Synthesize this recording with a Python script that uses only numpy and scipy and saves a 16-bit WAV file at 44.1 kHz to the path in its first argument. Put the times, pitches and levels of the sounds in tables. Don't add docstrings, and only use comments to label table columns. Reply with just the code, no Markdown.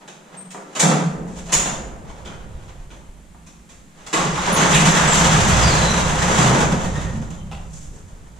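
import sys
import numpy as np
from scipy import signal
from scipy.fft import rfft, irfft, next_fast_len
from scipy.io import wavfile
from scipy.ndimage import uniform_filter1d

SR = 44100
rng = np.random.default_rng(int(sys.argv[2]) if len(sys.argv) > 2 else 0)


def wrap_up_sound(samples):
    columns = np.atleast_2d(samples).T
    tamed = np.clip(columns, -1, 1)
    steps = np.round(tamed * 32767).astype(np.int16)
    wavfile.write(sys.argv[1], SR, steps)


N = 369999
T = np.arange(N) / SR

# [low f/Hz, high f/Hz]
PARTS = [(95, 300), (300, 850), (850, 2000), (2000, 5000), (5000, 15000)]
# [f/Hz, spectral level/dB]
DOOR_COLOUR = [(90, -25), (160, 4), (270, -15), (380, -17.5), (520, -16.5), (1150, -13.5), (2200, -20),
               (3400, -17), (4600, -26), (6200, -19.5), (7400, -12), (8300, -20), (10300, -27),
               (11500, -36.5), (14500, -38.5)]
# [f/Hz, width/Hz, level/dB]
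DOOR_MODES = [(186, 104, 3), (525.6, 56, 4.5), (825, 12, 1), (2145, 16, -11), (3350, 82, -2),
              (4710, 110, 3), (6340, 1060, 4.5)]
# [t/s, level/dB]
EFFORT = [(4.32, -29.5), (4.56, -19), (5.17, -15.5), (5.48, -16.5), (5.65, -15.5), (6.11, -20), (6.3, -17),
          (6.42, -14.5), (6.63, -18), (6.92, -33), (7.0, -28), (7.45, -49)]
# [trembling share/dB, rolling share/dB, change as the door rises/dB per s, dying/dB per s]
PART_RESPONSE = [(-23, -6.5, 0.38, 23.5), (-19.5, -8.5, 0, 61), (-26.5, -2, -1.9, 306), (-44, -5, -3, 378),
                 (-39, -8.5, -1.5, 400)]
# [level/dB, slope/dB per dB of brightness]
TOUCH = [(-10.5, -2), (-4.5, -1.27), (-2.5, -0.78), (-1.5, 0.4), (1.5, 2)]
# [t at the peak/s, level/dB, brightness/dB]
RUBS = [(0, -53, -7), (0.34, -48.5, -6), (0.73, -51, -3.5), (1.39, -45.5, 0.5), (2.113, -49, -4),
        (2.312, -49.5, -7.5), (2.58, -54, -4), (2.69, -53.5, -3.5), (4.019, -50.5, -3.5), (4.76, -25.5, 2),
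        (6.42, -24.5, -4.5), (7.77, -56.5, 6)]
# [t/s, level/dB, brightness/dB, chatter decay/s, at least 1 ms in use]
BLOWS = [ (0.077, -44.5, -1.5, 0.0037), (0.505, -45, 1.5, 0.0075), (0.751, -29, -1, 0.02),
         (0.795, -20, 2, 0.007), (0.824, -28, -10, 0.014), (0.895, -25.5, -5.5, 0.011),
         (1.487, -36.5, -3, 0.021), (1.521, -21.5, 1.5, 0.011), (1.650, -29.5, -2.5, 0.019),
         (2.25, -44, -2.5, 0.017), (2.903, -49, -3, 0.015), (3.464, -52.5, 0.5, 0.0071),
         (3.69, -51, 0.5, 0.02), (4.065, -40, -0.5, 0.00092), (4.129, -22, -2, 0.0066),
         (4.160, -26.5, -3, 0.059), (4.47, -31, -10, 0.0086), (4.565, -31, -8, 0.0085),
         (4.636, -28.5, -7.5, 0.005), (4.702, -33.5, -5, .005), (4.816, -25.5, -4, 0.011),
         (4.964, -36, -2, 0.0036), (5.135, -23.5, 0.5, 0.0078), (5.176, -28, 1, 0.0035),
         (5.238, -27, 0, 0.0047), (5.403, -28, 0.5, 0.002), (5.477, -33, 0, 0.003),
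         (5.559, -27.5, -1.5, 0.0092), (5.749, -34, -4, 0.0043), (5.78, -29, -1.5, 0.0046),
         (6.181, -31, -2, 0.0024), (6.29, -32.5, -9.5, 0.0044), (6.346, -33, -0.5, 0.0071),
         (6.379, -27.5, 0.5, 0.0055), (6.5, -32.5, -11.5, 0.0042), (6.547, -31, -9.5, 0.0067),
         (6.77, -41.5, -9, 0.0042), (6.838, -36, -1.5, 0.012), (7.304, -47.5, -3, 0.0013),
         (7.513, -47, -1.5, 0.003)]
# [t/s, level/dB]
THUMPS = [(0.812, -27), (1.056, -28), (1.521, -27.5), (2.257, -38.5), (4.24, -25), (4.724, -15),
          (4.812, -20), (5.142, -20.5), (5.22, -19.5), (7.141, -29)]
# [t/s, length/s, start f/Hz, end f/Hz, level/dB, rms waver/share of f]
SQUEALS = [ (0.365, 0.04, 8480, 8440, -35, 0.0015), (4.144, 0.062, 1090, 1157, -19.5, 0.084),
           (4.368, 0.037, 1197, 1094, -23, 0.18), (4.511, 0.21, 1147, 1354, -15.5, 0.31),
           (4.518, 0.037, 10300, 10490, -27.5, 0.003), (4.52, 0.04, 13650, 13650, -39, .004),
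           (4.547, 0.054, 6670, 6390, -21, 0.011), (4.722, 0.054, 2900, 2616, -15, 0.24),
           (4.93, 0.14, 1641, 1256, -17, 0.2), (5.073, 0.03, 8200, 7900, -23.5, 0.013),
           (5.105, 0.045, 7470, 7230, -17.5, 0.013), (5.599, 0.17, 5250, 4030, -20.5, 0.024),
           (5.629, 0.067, 4820, 4770, -26, 0.0099), (5.76, 0.19, 4090, 4000, -23.5, 0.018),
           (5.94, 0.065, 3900, 3690, -30, 0.019), (5.9, 0.03, 6040, 5880, -25.5, 0.0092),
           (6.208, 0.032, 1950, 1860, -27, 0.012), (6.34, 0.014, 1960, 1940, -31, 0.014),
           (6.835, 0.059, 1864, 1854, -36.5, 0.018), (6.94, 0.057, 1855, 1890, -34, 0.016),
           (6.945, 0.071, 3740, 3760, -43, 0.03), (7.0, 0.114, 1900, 1830, -39, 0.02),
           (7.376, 0.053, 3140, 3060, -52, 0.014), (7.902, 0.063, 370, 449, -45.5, .35)]
# [t at the peak/s, half width/s, f/Hz, level/dB]
BOOMS = [(0.48, 0.12, 190, -39.5), (0.835, 0.0093, 171, -13), (1.07, 0.022, 165.6, -15),
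         (1.38, 0.2, 176.8, -32.5), (4.278, 0.053, 165, -23), (4.691, 0.085, 175, -22),
         (4.849, 0.058, 160, -12), (5.235, 0.018, 160, -14), (5.321, 0.042, 160, -13),
         (5.452, 0.088, 105, -24), (5.681, 0.18, 119, -21), (6.408, 0.027, 155, -21),
         (6.481, 0.088, 125, -14.5), (7.18, 0.052, 235.3, -30), (7.6, 0.23, 162.2, -38)]
# [t/s, level/dB]
SNAPS = [(1.5396, -11.5), (1.544, -25), (1.5505, -21)]
# [f/Hz, level/dB, t60/s]
LATCH_MODES = [(3010, -8, 0.04), (6330, 7, 0.029), (6720, 13, .04), (6950, 21, 0.037), (6970, 5, .035),
               (8260, 3, .012), (8540, 2, 0.025)]
# [t/s, level/dB]
KNOCKS = [(0.547, -32.5), (0.579, -38.5), (0.603, -40.5), (0.63, -54), (3.347, -49.5)]
# [f/Hz, level/dB, t60/s]
KNOCK_MODES = [(540, 4, 0.04), (750, 7, 0.022), (935, 8.5, 0.02), (1160, 8, 0.022), (1380, 5, 0.016),
               (1640, -4, .014), (1850, -9, .01)]
# [t/s, level/dB]
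TINKS = [(4.912, -24.5), (5.486, -23), (6.836, -40), (7.218, -50), (7.304, -42.5)]
# [f/Hz, level/dB, t60/s]
TINK_MODES = [(6340, 4.5, 0.027), (6700, -5, 0.017), (7160, 5, 0.028), (7470, -6, 0.03)]
# [t/s, level/dB]
CLINKS = [(0.078, -44), (2.250, -45), (2.260, -39), (2.275, -41), (2.595, -53), (2.685, -54), (2.905, -48),
          (2.915, -55)]
# [f/Hz, level/dB, t60/s]
CLINK_MODES = [(364, 0, .06), (790, -9, .015), (1460, 0, 0.017), (2430, -1, 0.013), (3080, 2, .024),
               (3380, -1, .018)]
# [t/s, level/dB]
CLACKS = [(7.515, -35), (7.528, -38), (7.549, -39.5), (7.576, -46)]
# [f/Hz, level/dB, t60/s]
CLACK_MODES = [(825, 4.5, .05), (930, 1, .03), (1024, 5, .03), (1280, 5, 0.028), (1980, 1, 0.013),
               (2700, 5, 0.012), (2820, 6, .011), (3420, 2, 0.0089), (3670, -7, .008)]
# [t/s, level/dB]
BUMPS = [(1.56, 3), (2.55, 0), (2.80, -2), (3.09, -4), (7.60, 1.5), (7.885, 1), (8.13, -5)]
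# [f/Hz, level/dB, t60/s]
BUMP_MODES = [(30.2, 4.5, 0.3), (57.6, -1, 0.18)]
# [trembling share/dB, rolling share/dB, change as the door rises/dB per s, dying/dB per s]
SWAY_RESPONSE = [(-15, -14, 0, 8), (-21, -12, 0, 12)]
# [f/Hz, spectral level/dB]
RUMBLE_COLOUR = [(10, 3), (25, -13), (45, 4), (80, -6), (200, -67)]
# [f/Hz, spectral level/dB]
DRONE_COLOUR = [(35, -6), (51, -22), (61, 18), (75, -4), (88, 8.5), (100, 8.5), (110, 0.5), (122, 6),
                (140, 7.5), (165, -40), (300, -65)]
# [t/s, level/dB]
SWELLS = [(2.55, 8), (5.6, 11), (7.15, 5.5)]
# [f/Hz, t60/s]
GARAGE = [(150, 0.96), (300, 1.76), (700, 0.82), (1800, 0.75), (4500, 0.52), (7500, 0.58), (13000, 0.44)]
# [f/Hz, correlation]
LIKENESS = [(40, 0.74), (140, 0.97), (280, 0.78), (550, 0.7), (1100, -0.083), (2200, 0.27), (4500, 0.67),
            (8000, -0.16), (12000, -0.11)]
# [f/Hz, right over left level/dB]
LEAN = [(120, 2.5), (300, 0.3), (2000, 1), (3000, -0.5), (5200, 2), (6600, 3), (8700, -6), (11000, -0.5)]
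# [f/Hz, spectral level/dB]
HISS_COLOUR = [(100, -10), (160, 21.5), (500, -0.5), (2000, -3), (5400, -12), (7500, -3), (8500, -8),
               (11000, -13), (14500, -37)]
# [f/Hz, spectral level/dB]
SELF_NOISE_COLOUR = [(20, 0), (90, -12), (300, -30)]
# [t/s, share of bass let through]
BASS_OPEN = [(0, .006), (1.03, .006), (1.2, 1)]

LIFT_S, LIFT_ATTACK_S = 4.13, 0.044
REST_RISE_DB_PER_S = 0.5
TREMBLE_DB_PER_S = 12.5
THUMP_DECAY_S = 0.0084
RUB_ATTACK_S, RUB_DB_PER_S = 0.064, 55
SQUEAL_FLUTTER_DB = 3
BOOM_WAVER = 0.0508
SWELL_WIDTH_S = 0.28
HISS_DB, SELF_NOISE_DB = -50, -63
CUTOFF_HZ = 15200


def rattle(rooms, parts, tremble, roll, per_s, spread_db):
    knocking = sum(through(contacts(per_s, spread_db, N), room) for room in rooms)
    out = 0
    for part, rub, response in zip(parts, rubbing(), PART_RESPONSE):
        tremble_db, roll_db, rise_db_per_s, dying = response
        rolling_drive = roll * from_db(roll_db + rise_db_per_s * (T - LIFT_S))
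        rolled = lingering(rolling_drive, dying)
        trembled = from_db(tremble_db) * tremble
        gain = np.sqrt(trembled ** 2 + rolled ** 2 + rub ** 2)
        out = out + gain * evened(through(knocking, part), span_s=0.16)
    return out


def rolling():
    s, db = np.transpose(EFFORT)
    resting_s = np.maximum(T - s[-1], 0)
    started = np.clip((T - LIFT_S) / LIFT_ATTACK_S, 0, 1)
    return started * from_db(np.interp(T, s, db) + REST_RISE_DB_PER_S * resting_s)


def trembling():
    power = 0
    for s, db, *_ in BLOWS:
        if s < LIFT_S:
            power = power + (T >= s) * from_db(db - TREMBLE_DB_PER_S * np.abs(T - s)) ** 2
    return np.sqrt(power)


def rubbing():
    power = 0
    for s, db, brightness in RUBS:
        attack = np.exp(np.minimum(T - s, 0) / RUB_ATTACK_S)
        fade = from_db(-RUB_DB_PER_S * np.maximum(T - s, 0))
        power = power + np.outer(from_db(touch_db(db, brightness)) ** 2, (attack * fade) ** 2)
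    return np.sqrt(power)


def blows(rooms, parts, per_s, spread_db):
    dry, t = np.zeros((len(rooms), N)), T[:SR // 10]
    hits = [(s, touch_db(db, brightness), decay) for s, db, brightness, decay in BLOWS]
    hits += [(s, [db], THUMP_DECAY_S) for s, db in THUMPS]
    for k, (s, levels, decay) in enumerate(hits):
        for place in (k, k + 1):
            burst = contacts(per_s, spread_db, len(t))
            burst[0] += 2
            burst *= np.exp(-t / max(decay, 1e-3))
            rings = signal.fftconvolve(burst[None], np.array(parts[:len(levels)]), axes=1)
            gains = from_db(levels) / np.linalg.norm(rings, axis=1)
            add(dry[place % len(rooms)], s, gains @ rings / np.sqrt(2))
    return sum(through(x, room) for x, room in zip(dry, rooms))


def door_part(low, high, size=8192):
    hz = np.fft.rfftfreq(size, 1 / SR) + 1
    level = at_hz(DOOR_COLOUR, hz)
    for f, width, db in DOOR_MODES:
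        level = level + db / (1 + (2 * (hz - f) / width) ** 2)
    edges = np.sqrt((1 + (low / hz) ** 16) * (1 + (hz / high) ** 12))
    gain = from_db(level) / edges + 1e-5
    cepstrum = irfft(np.log(gain))[:size // 2]
    cepstrum[0] = 0
    ring = irfft(np.exp(rfft(2 * cepstrum, size)))
    return ring / np.linalg.norm(ring)


def contacts(per_s, spread_db, size):
    force = from_db(spread_db * np.minimum(rng.exponential(1, size), 4))
    touching = rng.random(size) < per_s / SR
    return touching * force * rng.choice([-1, 1], size)


def touch_db(db, brightness_db):
    share, slope = np.transpose(TOUCH)
    return db + share + slope * brightness_db


def lingering(drive, db_per_s):
    keep = from_db(-db_per_s / SR) ** 2
    return np.sqrt(signal.lfilter([1 - keep], [1, -keep], drive ** 2 + 1e-18))


def squeals():
    out = np.zeros(N)
    for s, length, start_hz, end_hz, db, waver in SQUEALS:
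        size = int(length * SR)
        flutter = from_db(SQUEAL_FLUTTER_DB * wander(size=200)[:size])
        grip = flutter * signal.windows.tukey(size, .5)
        tone = grip * wavering(np.geomspace(start_hz, end_hz, size), waver, size=120)
        add(out, s, from_db(db) * tone / np.linalg.norm(tone))
    return out


def booms():
    out, t = np.zeros(N), T[:SR] - .5
    for s, width, hz, db in BOOMS:
        tone = rms_one(wavering(np.full(SR, hz), BOOM_WAVER, size=600))
        add(out, s - .5, from_db(db) * tone * np.exp(-(t / width) ** 2))
    return from_db(-3.5) * out


def latch_and_knocks(room):
    near = struck(SNAPS, LATCH_MODES) + struck(KNOCKS, KNOCK_MODES, chatter_s=0.004)
    return in_sight(near, room, room_db=-3.5, direct_db=23.5)


def tracks_and_lock(room):
    tinks = struck(TINKS, TINK_MODES, chatter_s=0.005)
    clinks = struck(CLINKS, CLINK_MODES, chatter_s=0.0063)
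    return in_sight(tinks + clinks + squeals(), room, room_db=-4.0, direct_db=24.0)


def end_stop(room):
    clacks = struck(CLACKS, CLACK_MODES, chatter_s=0.013)
    return in_sight(clacks, room, room_db=-7.0, direct_db=26.5)


def bumps():
    return struck(BUMPS, BUMP_MODES)


def struck(strikes, modes, chatter_s=0):
    out, t = np.zeros(N), T[:SR // 10]
    for s, db in strikes:
        ring = 0
        for hz, level, t60 in modes:
            uneven_db = rng.normal(0, 1.5)
            ring = ring + from_db(level + uneven_db - 60 * t / t60) * np.sin(2 * np.pi * hz * t)
        if chatter_s > 0:
            chatter = contacts(per_s=700, spread_db=5.0, size=len(t)) * np.exp(-t / chatter_s)
            ring = ring + 0.42 * signal.fftconvolve(ring, chatter)[:len(t)]
        add(out, s, from_db(db) * ring / np.linalg.norm(ring))
    return out


def sway(tremble, roll):
    levels = []
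    for tremble_db, roll_db, rise_db_per_s, dying in SWAY_RESPONSE:
        rolled = from_db(roll_db + rise_db_per_s * (T - LIFT_S)) * roll
        levels.append(lingering(from_db(tremble_db) * tremble + rolled, dying))
    rumble, drone = levels
    swell_db = sum(db * np.exp(-((T - s) / SWELL_WIDTH_S) ** 2) for s, db in SWELLS)
    return rumble * background(RUMBLE_COLOUR) + drone * from_db(swell_db) * background(DRONE_COLOUR)


def hiss():
    return from_db(HISS_DB) * background(HISS_COLOUR)


def background(colour):
    return diffuse(colour, size=next_fast_len(N))[:, :N]


def diffuse(colour=((1, 0), (SR, 0)), size=N):
    hz = np.fft.rfftfreq(size, 1 / SR)
    mid, side = rfft(rng.standard_normal((2, size)))
    alike = np.clip(at_hz(LIKENESS, hz), -.99, .99)
    sign = np.array([[-1], [1]])
    pair = np.sqrt(1 + alike) * mid + sign * np.sqrt(1 - alike) * side
    level = at_hz(colour, hz) + sign * at_hz(LEAN, hz) / 2
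    return rms_one(irfft(pair * from_db(level), size))


def garage(direct_db, early_db, early_s, build_s):
    size = 3 * SR // 2
    t, centres = T[:size], np.geomspace(100, 14000, num=8)
    field, hz = rfft(diffuse(size=size)), np.fft.rfftfreq(size, 1 / SR)
    out = 0
    for centre, share in zip(centres, np.eye(len(centres))):
        band = irfft(field * at_hz(np.c_[centres, share], hz), size)
        out = out + band * from_db(-60 * t / at_hz(GARAGE, centre))
    out *= 1 - np.exp(-t / build_s)
    out[:, 0] += from_db(direct_db)
    for when, force, angle in rng.random((8, 3)):
        at = int((.003 + when * early_s) * SR)
        other_side = at + round(8 * angle) - 4
        out[[0, 1], [at, other_side]] += from_db(early_db) * (2 * force - 1)
    return out


def in_sight(source, room, room_db, direct_db):
    return from_db(room_db) * through(source, room) + from_db(direct_db) * source


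def through(x, response):
    return signal.fftconvolve(np.atleast_2d(x), np.atleast_2d(response), axes=-1)[:, :N]


def wavering(hz, waver, size):
    pitch = hz * (1 + waver * wander(size)[:len(hz)])
    return np.sin(2 * np.pi * np.cumsum(pitch) / SR)


def wander(size):
    return rms_one(uniform_filter1d(rng.standard_normal(SR), size=size))


def evened(x, span_s):
    power = uniform_filter1d(np.mean(x ** 2, axis=0), int(span_s * SR))
    return x / np.sqrt(power + 1e-12)


def from_db(db):
    return 10 ** (np.asarray(db) / 20)


def rms_one(x):
    return x / np.sqrt(np.mean(x ** 2) + 1e-20)


def at_hz(points, hz):
    f, value = np.transpose(points)
    return np.interp(np.log(hz + 1e-9), np.log(f), value)


def add(out, s, sound):
    at = max(round(s * SR), 0)
    out[at:at + len(sound)] += sound[:N - at]


def scene():
    rooms = [garage(direct_db=15.0, early_db=17.5, early_s=.02, build_s=0.00073) for _ in range(4)]
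    parts = [door_part(low, high) for low, high in PARTS]
    tremble, roll = trembling(), rolling()
    door = rattle(rooms, parts, tremble, roll, per_s=45, spread_db=4.0)
    door = door + blows(rooms, parts, per_s=3000, spread_db=3.5)
    hardware = latch_and_knocks(rooms[0]) + tracks_and_lock(rooms[1]) + end_stop(rooms[2])
    return door + hardware + booms() + bumps() + sway(tremble, roll) + hiss()


def record(dry):
    wind_filter = signal.cheby1(8, .5, 134, "high", fs=SR, output="sos")
    thin = signal.sosfilt(wind_filter, dry)
    bass = np.interp(T, *np.transpose(BASS_OPEN))
    heard = bass * dry + (1 - bass) * thin
    heard = heard + from_db(SELF_NOISE_DB) * background(SELF_NOISE_COLOUR)
    rounded = 1.3 * np.tanh(heard / 1.3)
    top_cut = signal.ellip(10, .2, 80, CUTOFF_HZ, fs=SR, output="sos")
    return signal.sosfilt(top_cut, rounded)


dry = scene()
out = record(dry)
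wrap_up_sound(out)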